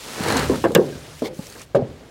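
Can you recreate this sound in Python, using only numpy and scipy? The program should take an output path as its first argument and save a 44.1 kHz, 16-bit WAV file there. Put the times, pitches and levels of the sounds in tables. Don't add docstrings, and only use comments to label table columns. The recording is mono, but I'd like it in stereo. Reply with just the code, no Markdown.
import sys
import numpy as np
from scipy import signal
from scipy.fft import rfft, irfft
from scipy.io import wavfile
from scipy.ndimage import uniform_filter1d

SR = 44100
rng = np.random.default_rng(int(sys.argv[2]) if len(sys.argv) > 2 else 0)


def dump_mix(stems):
    frames = np.atleast_2d(stems).T
    limited = np.clip(frames, -1, 1)
    pcm = np.round(limited * 32767).astype(np.int16)
    wavfile.write(sys.argv[1], SR, pcm)


def linear_from_db(decibels):
    return 10 ** (np.asarray(decibels, float) / 20)


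N = 92610


def unit(x):
    return x / np.sqrt(np.mean(x ** 2) + 1e-20)


def read(points, hz):
    f, value = np.transpose(points)
    return np.interp(np.log(hz + 1), np.log(f + 1), value)


def curve(table):
    s, db = np.transpose(table)
    return np.interp(np.arange(N) / SR, s, db)


def colour(x, spectrum):
    gain = linear_from_db(read(spectrum, np.fft.rfftfreq(len(x), 1 / SR)))
    return irfft(rfft(x) * gain, len(x))


def ring(x, hz, width_hz):
    r = np.exp(-np.pi * width_hz / SR)
    return 2 * signal.lfilter([1 - r], [1, -r * np.exp(2j * np.pi * hz / SR)], x).real


def soften(x, hz):
    return signal.sosfilt(signal.butter(4, min(hz, 20000), fs=SR, output="sos"), x)


def grit(per_s, spread_db):
    slips = rng.random(N) < per_s / SR
    size_db = spread_db * np.minimum(rng.exponential(1, N), 3)
    return unit(slips * linear_from_db(size_db) * rng.standard_normal(N))


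def fading(size, spectrum, t60, share, order):
    overlap = order * 3 // 4
    f, t, z = signal.stft(rng.standard_normal(size), SR, nperseg=order, noverlap=overlap)
    fade_db = -60 * t / (share * read(t60, f)[:, None])
    z = z * linear_from_db(read(spectrum, f)[:, None] + fade_db)
    out = signal.istft(z, SR, nperseg=order, noverlap=overlap)[1][:size]
    return out / np.abs(out).max()


def add(mix, s, sound):
    part = mix[round(s * SR):][:len(sound)]
    part += sound[:len(part)]


# frequency in Hz, level in dB.
AIR_SPECTRUM = [(60, 20.5), (200, 4.5), (400, 1), (800, -25.5), (1600, -5), (3200, -26), (9000, -40),
                (16000, -25)]
# time in seconds, level in dB.
SWAY_LEVEL = [(0, -70), (.17, -56), (.22, -33), (.4, -29.5), (.5, -26.5), (.58, -37.5), (.72, -35.5),
              (.9, -47), (.97, -33.5), (1.05, -44), (1.3, -45.5), (1.45, -45), (1.52, -66), (1.6, -58),
              (1.7, -61), (1.9, -37), (2.1, -71)]
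SWAY_MODES_HZ = [73, 114.7, 141.7]


def field():
    width_hz = 22.7
    hush, shake = rng.standard_normal((2, N))
    sway = unit(sum(ring(ring(shake, hz, width_hz), hz, width_hz) for hz in SWAY_MODES_HZ))
    return linear_from_db(-46) * unit(colour(hush, AIR_SPECTRUM)) + linear_from_db(curve(SWAY_LEVEL)) * sway


def catches():
    catch_db, catch_s = 2.5, 0.0053
    t = np.arange(N) / SR
    swell = sum((t > s) * np.exp(-abs(t - s) / catch_s) for s, _, _ in TICKS)
    return linear_from_db(catch_db * np.minimum(swell, 1))


# frequency in Hz, level in dB.
CLOTH_SPECTRUM = [(150, -8), (500, 0.5), (900, -5), (1600, -4), (3200, -2), (5500, -1.5), (9000, -3),
                  (15000, -9.5)]
# time in seconds, level in dB, tilt in dB per octave.
CLOTH_MOVES = [(.62, -45.5, -2.5), (.85, -41, -4), (1.13, -44, -4), (1.195, -43, -1.5), (1.23, -45.5, -3.5),
               (1.275, -41.5, -3), (1.295, -52, -5.5), (1.33, -50.5, -5.5), (1.345, -46.5, -1.5),
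               (1.47, -41.5, -2.5), (1.57, -44, -1.5), (1.615, -41, -5), (1.635, -44.5, -1.5),
               (1.655, -54.5, -4), (1.745, -56, -5.5), (1.751, -34.5, -6.5), (1.791, -50.5, -11),
               (1.92, -51.5, -6)]


def rustle():
    fibres_per_s, spread_db, patch_db = 12000, 2.5, 1.38
    crackle = grit(fibres_per_s, spread_db) + rng.standard_normal(N)
    f, t, z = signal.stft(unit(colour(crackle, CLOTH_SPECTRUM)), SR, nperseg=256)
    s, db, tilt_db = np.transpose(CLOTH_MOVES)
    octaves = np.log2((f[:, None] + 200) / 4000)
    level_db = np.interp(t, s, db, left=-99) + np.interp(t, s, tilt_db) * octaves
    patches = uniform_filter1d(rng.standard_normal(z.shape), 8, 0)
    patches = unit(uniform_filter1d(patches, 8, 1))
    cloth = signal.istft(z * linear_from_db(level_db + patch_db * patches), SR, nperseg=256)[1][:N]
    return np.sqrt(catches()) * cloth


# time in seconds, level in dB.
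SCUFF_LEVEL = [(1.219, -73), (1.223, -47), (1.235, -54), (1.255, -40), (1.27, -43), (1.283, -46),
               (1.29, -75)]
# frequency in Hz, width in Hz, level in dB.
SOLE_MODES = [(2200, 170, 0), (3420, 400, 1), (4200, 560, -1), (5140, 400, -15)]


def scuff():
    slips = grit(per_s=4000, spread_db=1.8) + 0.89 * rng.standard_normal(N)
    sole = sum(linear_from_db(db) * unit(ring(slips, hz, width_hz)) for hz, width_hz, db in SOLE_MODES)
    return linear_from_db(curve(SCUFF_LEVEL)) * sole


# start in seconds, level in dB, pitch in Hz, t60 in seconds.
SOFT_THUDS = [(.204, -12, 183, 0.045), (0.497, -9, 259, 0.083), (0.755, -9, 158, 0.22),
              (0.764, -6, 350, 0.12), (0.788, -18.5, 421, 0.078), (1.2199, -14, 242.3, 0.074),
              (0.642, -41, 294, 0.029), (1.391, -12, 165, 0.028), (1.747, -19.5, 133, 0.17),
              (1.821, -15, 120, 0.077)]


def thud(s, db, hz, t60_s):
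    attack_s, sag_s, longest_t60_s = 0.0033, 0.0055, 0.14
    t = np.arange(SR // 4) / SR
    turn = 2 * np.pi * hz * (t + 0.0018 * (1 - np.exp(-t / sag_s)))
    fade_db = -60 * t / min(t60_s, longest_t60_s)
    tone = np.sin(turn) + 0.38 * np.sin(1.1 * turn)
    return s, linear_from_db(db + fade_db) * np.minimum(t / attack_s, 1) * tone


# start in seconds, level in dB, pitch in Hz, t60 in seconds.
PLANK_KNOCKS = [(.4965, -7, 399, 0.027), (.505, -7, 413, 0.038), (.513, -14.5, 436, 0.038),
                (0.6403, -6, 346.4, 0.07), (.6405, -14.5, 676, 0.056), (.648, -8.5, 500, 0.054),
                (0.6552, -4, 335, 0.024), (.655, -14, 670, 0.083), (0.6611, -16, 370, 0.015),
                (.665, -2, 500, 0.017), (0.831, -26.5, 144, 0.47), (.925, -36.5, 1600, 0.089),
                (1.285, -32, 508, 0.23), (0.519, -19.5, 200, 0.13), (0.557, -21.5, 1350, 0.021),
                (0.693, -12, 337, .04), (.704, -17, 380, 0.026), (0.762, -0.5, 498, 0.037),
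                (0.7657, -1.5, 410, 0.023), (.784, -4.5, 386, 0.054), (.793, -1, 477, 0.04),
                (.808, -7.5, 390, 0.049), (0.816, -14, 377, 0.03), (1.2209, -8.5, 410, 0.021),
                (1.2215, -17.5, 631, 0.042), (1.226, -15, 462, 0.047), (1.234, -18.5, 323, 0.056),
                (1.252, -25, 470, 0.033), (1.265, -22, 440, 0.072), (1.7468, -5.5, 429, 0.033),
                (1.754, -4, 566, 0.099), (1.7601, -2.5, 584, 0.039), (1.770, -6, 401, 0.073),
                (1.79, -24.5, 786, 0.085), (1.82, -18.5, 650, 0.041)]


def knock(s, db, hz, t60_s):
    attack_s = 0.0013
    t = np.arange(SR // 3) / SR
    return s, -linear_from_db(db - 60 * t / t60_s) * np.minimum(t / attack_s, 1) * np.sin(2 * np.pi * hz * t)


# start in seconds, level in dB, ring in
# Hz.
TICKS = [(0.236, -19, 4160), (0.272, -40, 6800), (0.2843, -13.5, 4000), (0.3007, -18, 4500),
         (0.3065, -26, 4630), (0.3237, -14.5, 4080), (0.3672, -16.5, 6500), (0.371, -12, 4100),
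         (0.3774, -17.5, 4000), (0.3944, -15, 4340), (0.432, -26, 4120), (0.5575, -33, 3000),
         (0.641, -29.5, 3400), (0.6846, -32, 4030), (0.719, -27.5, 3670), (0.7528, -14.5, 3630),
         (0.7655, -29, 14500), (0.7755, -30, 14500), (0.8635, -34.5, 5670), (1.4685, -27, 5600),
         (1.4996, -31, 6350), (1.5245, -30, 4450), (1.223, -35, 5270), (1.46, -35, 6260),
         (1.595, -31, 5950), (1.605, -36, 4600), (1.6168, -29, 5600)]
# frequency in Hz, level in dB.
SNAP_SPECTRUM = [(1500, -22), (4000, -9), (5500, -12), (7000, 0), (9000, -2), (11000, -12), (14000, -20)]


def tick(s, db, hz):
    snap_t60_s, ring_t60_s, ring_db, lead = 0.009, 0.025, -6, 56
    t = np.arange(1500) / SR
    hit = rng.standard_normal(len(t))
    snap = colour(np.roll(hit * linear_from_db(-60 * t / snap_t60_s), lead + 8), SNAP_SPECTRUM)
    snap = np.roll(snap, -8)
    bar = ring(np.roll(hit * linear_from_db(-60 * t / ring_t60_s), lead), hz, width_hz=450)
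    sound = unit(snap) + linear_from_db(ring_db) * 2 * unit(bar)
    return s - lead / SR, linear_from_db(db) * sound / np.abs(sound).max()


# frequency in Hz, level in dB, t60 in seconds.
DECK_MODES = [(79, -43.5, 0.1), (128.5, 2.5, 0.36), (153, -5, .22), (225.7, 1.5, 0.34), (259, 0.5, 0.55),
              (264, -21, 0.067), (350, 6.5, 0.21), (418, 7, 0.16), (460.2, 2.5, 0.25), (513, -0.5, 0.19),
              (581, -9, 0.78), (590, -41, 0.065), (666, -30, 0.048), (810, -38, 0.34)]
# frequency in Hz, level in dB.
PLANK_SPECTRUM = [(50, -41), (150, 6), (300, -3.5), (500, 11), (700, -2), (1000, 2), (2000, -40),
                  (5000, -62)]
# frequency in Hz, t60 in seconds.
PLANK_DECAY = [(60, 0.067), (300, 0.37), (700, 0.14), (1500, 0.052), (4000, 0.085)]
# frequency in Hz, level in dB.
HUM_SPECTRUM = [(80, -0.5), (150, 13.5), (350, 6.5), (550, -2.5), (800, 5), (1500, -52), (3000, -54)]
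# frequency in Hz, t60 in seconds.
HUM_DECAY = [(150, 0.48), (400, 0.81), (900, 0.35)]


def deck_ring(share):
    spread_db, detune, plank_db, hum_db = 0.5, 0.0284, -7, -14.5
    t = np.arange(SR // 2) / SR
    hz, db, t60_s = np.transpose(DECK_MODES)[:, :, None]
    spot = rng.standard_normal((2, len(DECK_MODES), 1))
    level = linear_from_db(db + spread_db * spot[0] - 60 * t / (share * t60_s))
    modes = (level * np.sin(2 * np.pi * hz * (1 + detune * spot[1]) * t)).sum(0)
    planks = fading(len(t), PLANK_SPECTRUM, PLANK_DECAY, share + 0.78, order=512)
    hum = fading(len(t), HUM_SPECTRUM, HUM_DECAY, 0.86, order=1024)
    return modes / np.abs(modes).max() + linear_from_db(plank_db) * planks + linear_from_db(hum_db) * hum


# time in seconds, scrape level in dB.
DRAG_SPEED = [(0.0, -51.5), (0.208, -34.5), (0.296, -26), (0.406, -27), (0.524, -42), (0.564, -45.5),
              (0.582, -44.5), (0.63, -56.5)]
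# frequency in Hz, level in dB.
SCRAPE_SPECTRUM = [(50, -30), (100, -16), (250, -8), (450, -5.5), (900, -8), (1600, -9), (3000, -18.5),
                   (8000, -67)]
# frequency in Hz, width in Hz, level in dB.
BAR_MODES = [(1000, 70, -6), (1320, 72, -18), (1710, 130, -7.5), (4200, 250, -2), (6900, 560, -48)]
# frequency in Hz, level in dB.
HIDE_SPECTRUM = [(300, -28), (900, -10.5), (3200, -3), (5500, -5.5), (9000, -9), (15000, -19)]


def drag():
    slips_per_s, bumps_per_s, spread_db = 4000, 150, 2.5
    scrape_db, bars_db, jolt_db, hiss_db = 3, -8, 2.5, -23.5
    hiss_share = 0.31
    speed_db = curve(DRAG_SPEED)
    moving = np.clip((0.665 - np.arange(N) / SR) / 0.013, 0, 1)
    speed = linear_from_db(speed_db) * moving
    slips = grit(slips_per_s, spread_db) + rng.standard_normal(N)
    scrape = unit(colour(slips, SCRAPE_SPECTRUM))
    bars = sum(linear_from_db(db) * unit(ring(slips, hz, width_hz)) for hz, width_hz, db in BAR_MODES)
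    bumps = speed * grit(bumps_per_s, spread_db)
    jolts = signal.fftconvolve(bumps, unit(deck_ring(0.51)))[:N] / np.sqrt(SR / 2)
    hiss = linear_from_db(hiss_db + hiss_share * speed_db) * moving * catches()
    hiss = hiss * unit(colour(slips[::-1], HIDE_SPECTRUM))
    return hiss + speed * (linear_from_db(scrape_db) * scrape + linear_from_db(bars_db) * bars) + linear_from_db(jolt_db) * jolts


# frequency in Hz, t60 in seconds.
CRACK_DECAY = [(500, 0.34), (2000, 0.12), (5000, 0.056), (14000, 0.015)]
# frequency in Hz, width in Hz, level in dB.
RAIL_MODES = [(994, 41, -21), (1274, 110, -8), (1600, 57, 2), (1740, 180, -0.5), (2810, 210, -0.5),
              (3400, 380, -7)]
# start in seconds, level in dB, crack level in dB,
# upper edge of the crack in Hz, ring length as a share.
DECK_BLOWS = [(0.361, -10.5, -20, 2000, 0.21), (0.496, -10.5, -39, 1000, 0.47),
              (.514, -16, -40, 1010, 0.64), (0.536, -22.5, -28.5, 1470, 1), (0.6401, -11, -17, 1500, 0.15),
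              (0.656, -21, -24, 2000, 0.095), (0.706, -15, -55, 900, 0.76), (0.7495, -7, -5.5, 12000, 1),
              (.762, -9, -26, 2000, 0.22), (.785, -11, -38, 1200, 0.15), (0.814, -19.5, -48, 710, 0.99),
              (1.2201, -18.5, -38, 1200, 0.43), (1.243, -21, -53, 1200, 0.92),
              (1.391, -29.5, -55, 900, 0.36), (1.553, -34, -39, 1480, 0.56), (1.7473, -6, -22, 1220, 0.11),
              (1.756, -10.5, -34.5, 5960, 0.75)]


def blow(s, db, crack_db, edge_hz, share):
    contact_s, rumple, soft_hz, low_hz, rails_db = 0.0051, 0.097, 2200, 160, -2
    t = np.arange(SR // 8) / SR
    push = rng.standard_normal(len(t)) * np.exp(-t / contact_s) * rumple
    push[0] = 1
    body = soften(signal.fftconvolve(deck_ring(max(share, 0.1)), push), soft_hz)
    body = signal.sosfilt(signal.butter(2, low_hz, "high", fs=SR, output="sos"), body)
    out = linear_from_db(db) * body / np.abs(body).max()
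    shape = [(300, -14), (900, -7), (edge_hz, -5), (edge_hz * 3, -24)]  # Hz, dB
    crack = soften(fading(len(t), shape, CRACK_DECAY, 0.67, order=128), 2 * edge_hz)
    rails = sum(linear_from_db(rail_db) * ring(crack, hz, width_hz) for hz, width_hz, rail_db in RAIL_MODES)
    out[:len(t)] += linear_from_db(crack_db) * (crack + linear_from_db(rails_db) * rails / np.abs(rails).max())
    return s, out


def scene():
    mix = field() + rustle() + scuff() + drag()
    for source, rows in [(thud, SOFT_THUDS), (knock, PLANK_KNOCKS), (tick, TICKS), (blow, DECK_BLOWS)]:
        for row in rows:
            add(mix, *source(*row))
    return np.array([mix, mix])


def low_pass(x):
    return signal.sosfilt(signal.butter(12, 16740, fs=SR, output="sos"), x)


def record(dry):
    low_hz, edge_hz, limit_db, left_dip_db, dip_s = 73.4, 16100, -16, 1.8, 0.06
    dry = signal.sosfilt(signal.butter(2, low_hz, "high", fs=SR, output="sos"), dry)
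    rate = 1 / (dip_s * SR)
    power_db = 10 * np.log10(signal.lfilter([rate], [1, rate - 1], dry[0] ** 2) + 1e-12)
    dip_db = left_dip_db * np.clip((power_db - limit_db) / 3, 0, 1)
    mix = np.tanh(dry * np.array([linear_from_db(-dip_db), np.ones(N)]) / 1.39) * 1.312
    mix = signal.oaconvolve(mix, signal.firwin(255, edge_hz, fs=SR)[None], "same")
    return low_pass(mix)


dry = scene()
out = record(dry)
dump_mix(out)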